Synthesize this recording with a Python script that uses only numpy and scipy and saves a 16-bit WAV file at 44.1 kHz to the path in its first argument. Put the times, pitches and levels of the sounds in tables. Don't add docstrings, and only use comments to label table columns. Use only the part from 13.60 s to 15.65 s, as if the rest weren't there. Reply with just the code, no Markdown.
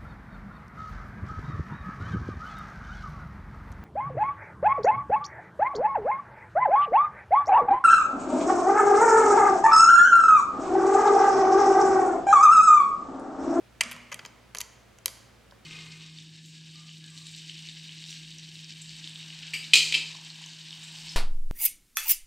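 import sys
import numpy as np
from scipy import signal
from scipy.io import wavfile
from scipy.ndimage import uniform_filter1d

SR = 44100
rng = np.random.default_rng(int(sys.argv[2]) if len(sys.argv) > 2 else 0)


def store_pcm(level_fs):
    pcm = np.round(np.clip(level_fs, -1, 1) * 32767).astype(np.int16)
    wavfile.write(sys.argv[1], SR, np.atleast_2d(pcm).T)


def volts_from_db(level):
    exponent = np.asarray(level, float) / 20
    return 10 ** exponent


N = 90404


def read(points, hz):
    f, value = np.transpose(points)
    return np.interp(np.log(hz + 1), np.log(f + 1), value)


def add(mix, s, sound):
    part = mix[round(s * SR):][:len(sound)]
    part += sound[:len(part)]


# f/Hz, level/dB
HUM_LINES = [(58.5, -64.5), (116, -66), (203, -76)]
HUM_WIDTHS = [3.8, 8.6, 24]


def hum():
    t = np.arange(N) / SR
    out = np.zeros(N)
    for (hz, db), width in zip(HUM_LINES, HUM_WIDTHS):
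        pole = np.exp(-np.pi * width / SR)
        noise = rng.standard_normal(2 * N) + 1j * rng.standard_normal(2 * N)
        waver = signal.lfilter([1], [1, -2 * pole, pole * pole], noise)[N:]
        envelope = 1 + .5 * waver / np.sqrt(np.mean(abs(waver) ** 2))
        carrier = np.exp(2j * np.pi * (hz * t + rng.random()))
        out += volts_from_db(db) * np.sqrt(2) * (envelope * carrier).real
    return out


# f/Hz, relative density level/dB per Hz
AIR_SPECTRUM = [(24, -41), (40, -12.5), (66, -5.5), (85, -27), (96, -7), (118, -4), (155, -11), (199, -6.5),
                (305, -11.5), (345, -9), (382, -12), (542, -10), (896, -16), (965, -16.5), (1040, -17.5),
                (1300, -16), (2320, -19), (9220, -31.5), (16000, -38.5)]
# f/Hz, correlation/1
AIR_LIKENESS = [(60, 1), (180, 0.38), (550, 0.3), (1650, 0.77), (4970, 0.64), (15000, 0.164)]
AIR_DB = -57.5


def air():
    hz = np.fft.rfftfreq(2048, 1 / SR)
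    a, b, c, d = rng.standard_normal((N // 512 + 6, 1025, 4)).T
    same = read(AIR_LIKENESS, hz)[:, None]
    left, other = a + 1j * b, c + 1j * d
    right = same * left + np.sqrt(1 - same ** 2) * other
    spectra = np.array([left, right]) * volts_from_db(read(AIR_SPECTRUM, hz))[:, None]
    out = signal.istft(spectra, nperseg=2048, noverlap=1536)[1][:, :N]
    return volts_from_db(AIR_DB) * out / out.std()


SLIPS_PER_S, SLIP_SPREAD_DB = 7900, 2
RISE = 0.23


def chatter(length):
    gaps, sizes = rng.exponential(1, 300), rng.standard_normal(300)
    signs = rng.choice([-1., 1.], 300)
    u = (np.cumsum(gaps) - gaps[0]) / SLIPS_PER_S / length
    press = np.where(u < RISE, 0.096 + 0.81 * u / RISE, np.exp(-2.5 * (u - RISE)))
    forces = press * signs * volts_from_db(SLIP_SPREAD_DB * sizes)
    at = u * length * SR
    keep = at < 2399
    slips = np.zeros(2400)
    np.add.at(slips, at[keep].astype(int), forces[keep])
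    return slips


SPOT_DB, SPOT_DETUNE = 2., .015
PUSH_CYCLES = 0.58


def ring(modes, luck):
    t = np.arange(2600) / SR
    rows = []
    for k, ((hz, db, t60), (level_luck, pitch_luck)) in enumerate(zip(modes, luck)):
        decay = volts_from_db(db + SPOT_DB * level_luck - 60 * t / t60)
        swing_up = (1 - np.exp(-t * hz / PUSH_CYCLES)) ** 2
        tone = np.sin(2 * np.pi * hz * (1 + SPOT_DETUNE * pitch_luck) * t)
        rows.append((-1) ** k * decay * swing_up * tone)
    return np.array(rows)


def shake(slips, rows):
    out = signal.fftconvolve(slips[None], rows, axes=1)
    share = np.linalg.norm(rows, axis=1) / np.linalg.norm(out, axis=1)
    return share @ out


# f/Hz, relative level/dB, t60/s
CASTING_MODES = [(509, -4.5, .02), (665.5, -12.5, 0.021), (969, 0.5, 0.019), (1228, -2, 0.016),
                 (1674, 8.5, 0.0069)]
HEAD_MODES = [(2000, 3.5, 0.017), (2292, -4.5, 0.032), (2467, 2.5, .02), (2691, 2, 0.011),
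              (3136, -1.5, 0.027)]
ROCKER_MODES = [(3240, -0.5, .01), (3875, -4.5, 0.012), (4470, 4.5, 0.0082), (4795, -3, 0.021),
                (5165, -2.5, 0.015)]
STEM_MODES = [(5554, -6, .01), (5890, 0.5, 0.01), (6517, 1.5, 0.012), (7230, -1, .01)]
CAP_MODES = [(7770, -0.84, 0.0083), (8270, -0.25, 0.0072), (8890, 0, 0.0079), (9580, -2, 0.0079)]
BLADE_MODES = [(10270, -0.5, 0.006), (11060, -1.5, 0.0067), (11550, -0.5, 0.0056), (12350, -2.5, 0.0035),
               (13550, -11, 0.0026), (15300, -21, 0.0033)]
ROOM_FEED_DAMP = 0.59


def contact(length, *peaks_db):
    slips = chatter(length)
    parts = CASTING_MODES, HEAD_MODES, ROCKER_MODES, STEM_MODES, CAP_MODES, BLADE_MODES
    near, feed = 0, 0
    for db, modes, luck in zip(peaks_db, parts, rng.standard_normal((6, 6, 2))):
        part = shake(slips, ring(modes, luck))
        part = volts_from_db(db) * part / np.sqrt(uniform_filter1d(2 * part ** 2, 64).max())
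        damped = [(hz, d, t60 * ROOM_FEED_DAMP) for hz, d, t60 in modes]
        smooth = ring(damped, 0 * luck).sum(0)
        near = near + part
        feed = feed + smooth * np.linalg.norm(part) / np.linalg.norm(smooth)
    return near, feed


# t/s, chatter length/s, then the short-time peak level/dB of
CONTACT_EVENTS = [(0.207, 0.003, -31, -18.5, -27.5, -25, -35, -48),
                  (0.2081, 0.0043, -25, -12, -20.5, -20.5, -18.5, -30.5),
                  (.2140, 0.003, -41, -23.5, -37.5, -31, -27, -34),
                  (.2352, .001, -54, -40, -34.5, -34, -38, -43),
                  (0.3124, 0.003, -38.5, -36, -43.5, -40.5, -40.5, -37),
                  (0.3175, 0.0058, -44, -34, -43, -49, -43, -38),
                  (.3280, 0.00195, -56, -48, -50, -46, -52, -46),
                  (0.363, 0.0034, -41.5, -49, -50.5, -52, -57, -56),
                  (0.5155, 0.0093, -35.5, -32.5, -45.5, -41, -50, -51),
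                  (0.5227, 0.011, -36.5, -32, -39.5, -34, -51, -48),
                  (.5430, .0005, -45.5, -33, -38, -35, -32.5, -33.5),
                  (0.5901, 0.0071, -36, -37, -39, -47, -57, -58),
                  (0.6487, 0.0059, -38.5, -35, -39.5, -46, -53, -55),
                  (.6595, .003, -42, -47.5, -42, -37, -51, -51.5),
                  (0.9479, 0.0018, -32.5, -33, -33, -34, -38, -35.5),
                  (0.954, .003, -40.5, -38.5, -46, -40.5, -50, -45),
                  (0.966, 0.0017, -59, -56, -49.5, -43, -53, -47),
                  (0.9699, 0.0022, -42.5, -47, -34.5, -39.5, -44, -44),
                  (0.9844, 0.0012, -46.5, -45, -36.5, -24.5, -37, -32.5),
                  (1.0030, 0.00076, -40.5, -55, -35, -50, -48, -38),
                  (1.0050, .002, -59, -34, -31.5, -31, -36, -28.5),
                  (1.0130, 0.0014, -60, -33, -32, -25, -33, -36),
                  (1.3855, 0.0015, -54.5, -52.5, -63, -47.5, -59, -58),
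                  (1.4578, 0.0021, -33, -29, -20, -20.5, -21.5, -15.5),
                  (1.4797, 0.0014, -40, -36, -32.5, -34, -38.5, -37.5),
                  (1.9097, 0.0013, -66, -66, -49, -62, -70, -68),
                  (1.9214, 0.0035, -45, -76, -71, -71, -72, -74)]


def contacts():
    clicks, sent = np.zeros((2, N))
    for s, length, *peaks_db in CONTACT_EVENTS:
        near, feed = contact(length, *peaks_db)
        add(clicks, s, near)
        add(sent, s + length / 2, feed)
    return clicks, sent


def ports(clicks):
    width_db, treble_left_db = -14.5, -24
    slope = np.gradient(clicks)
    side = volts_from_db(width_db) * slope - volts_from_db(treble_left_db) * np.gradient(slope)
    return clicks + np.array([side, -side])


def low_ring(hz, db, rise_s, t60):
    t = np.arange(SR) / SR
    envelope = volts_from_db(db - 60 * t / t60) * (1 - np.exp(-t / rise_s)) ** 2
    return envelope * np.sin(2 * np.pi * (hz * t + rng.random()))


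# t/s, f/Hz, level/dB before the soft rise, t60/s
METAL_TONES = [(.52, 580, -51, .14), (.65, 420, -54, .14), (.952, 420, -49, .1), (1.004, 975, -49, .16),
               (1.462, 520, -48, .14), (1.46, 410, -51, .12), (1.921, 560, -49, .08), (.215, 1300, -50, .7),
               (.215, 1410, -50, .7), (.212, 2430, -47, .7), (.212, 2720, -50, .6), (.66, 5000, -50, .1),
               (1.014, 4480, -54, .3), (1.006, 3150, -42, .04), (1.014, 3150, -42, .04)]


def after_rings():
    out = np.zeros(N)
    for s, hz, db, t60 in METAL_TONES:
        add(out, s, low_ring(hz, db, .002, t60))
    return out


# f/Hz, t60/s
ROOM_T60 = [(300, 0.94), (1000, 0.94), (1400, 0.72), (2300, 0.97), (5000, 0.71), (9000, 0.54),
            (12500, 0.31), (15500, .2)]
# f/Hz, relative level/dB
ROOM_SPECTRUM = [(300, 12.5), (1000, 6), (1400, 2), (1800, 7), (2300, 0), (3200, -1.5), (5000, 0),
                 (8000, 0), (10500, -3), (12500, 0), (15500, -1.5)]
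ROOM_DB, ROOM_SAME, ROOM_START_S = -12, 0.91, .005


def room(sent):
    a, b = rng.standard_normal((2, SR))
    noise = np.array([a, ROOM_SAME * a + np.sqrt(1 - ROOM_SAME ** 2) * b])
    taps = noise * (np.arange(SR) > ROOM_START_S * SR)
    hz, t, z = signal.stft(taps, SR, nperseg=128)
    decay_db = read(ROOM_SPECTRUM, hz)[:, None] - 60 * t / read(ROOM_T60, hz)[:, None]
    tail = signal.istft(z * volts_from_db(decay_db), SR, nperseg=128)[1]
    tail = tail / np.linalg.norm(tail[0])
    return volts_from_db(ROOM_DB) * signal.fftconvolve(sent[None], tail, axes=1)[:, :N]


# t/s, f/Hz, level/dB before the soft rise, rise time constant/s, t60/s
SPRING_TWANG = (.225, 241, -48, .02, 1.5)


def spring():
    out = np.zeros(N)
    add(out, SPRING_TWANG[0], low_ring(*SPRING_TWANG[1:]))
    return out


# t/s, f/Hz, level/dB before the soft rise, t60/s
BENCH_THUDS = [(.255, 216.3, -36, 0.1), (.335, 162, -44.5, 0.15), (.53, 168, -48.5, 0.21),
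               (.625, 147, -46, .14)]


def thuds():
    out = np.zeros(N)
    for s, hz, db, t60 in BENCH_THUDS:
        add(out, s, low_ring(hz, db, 0.0067, t60))
    return out


def scene():
    clicks, sent = contacts()
    near = hum() + ports(clicks) + after_rings() + spring() + thuds()
    both = near + room(sent) + air()
    return both * volts_from_db(np.array([[-.8], [0]]))


def low_pass(x):
    return signal.sosfilt(signal.butter(12, 16640, fs=SR, output="sos"), x)


def record(dry):
    bass_cut = signal.butter(4, 56.6, "high", fs=SR, output="sos")
    mix = signal.sosfilt(bass_cut, dry)
    return low_pass(mix)


dry = scene()
out = record(dry)
store_pcm(out)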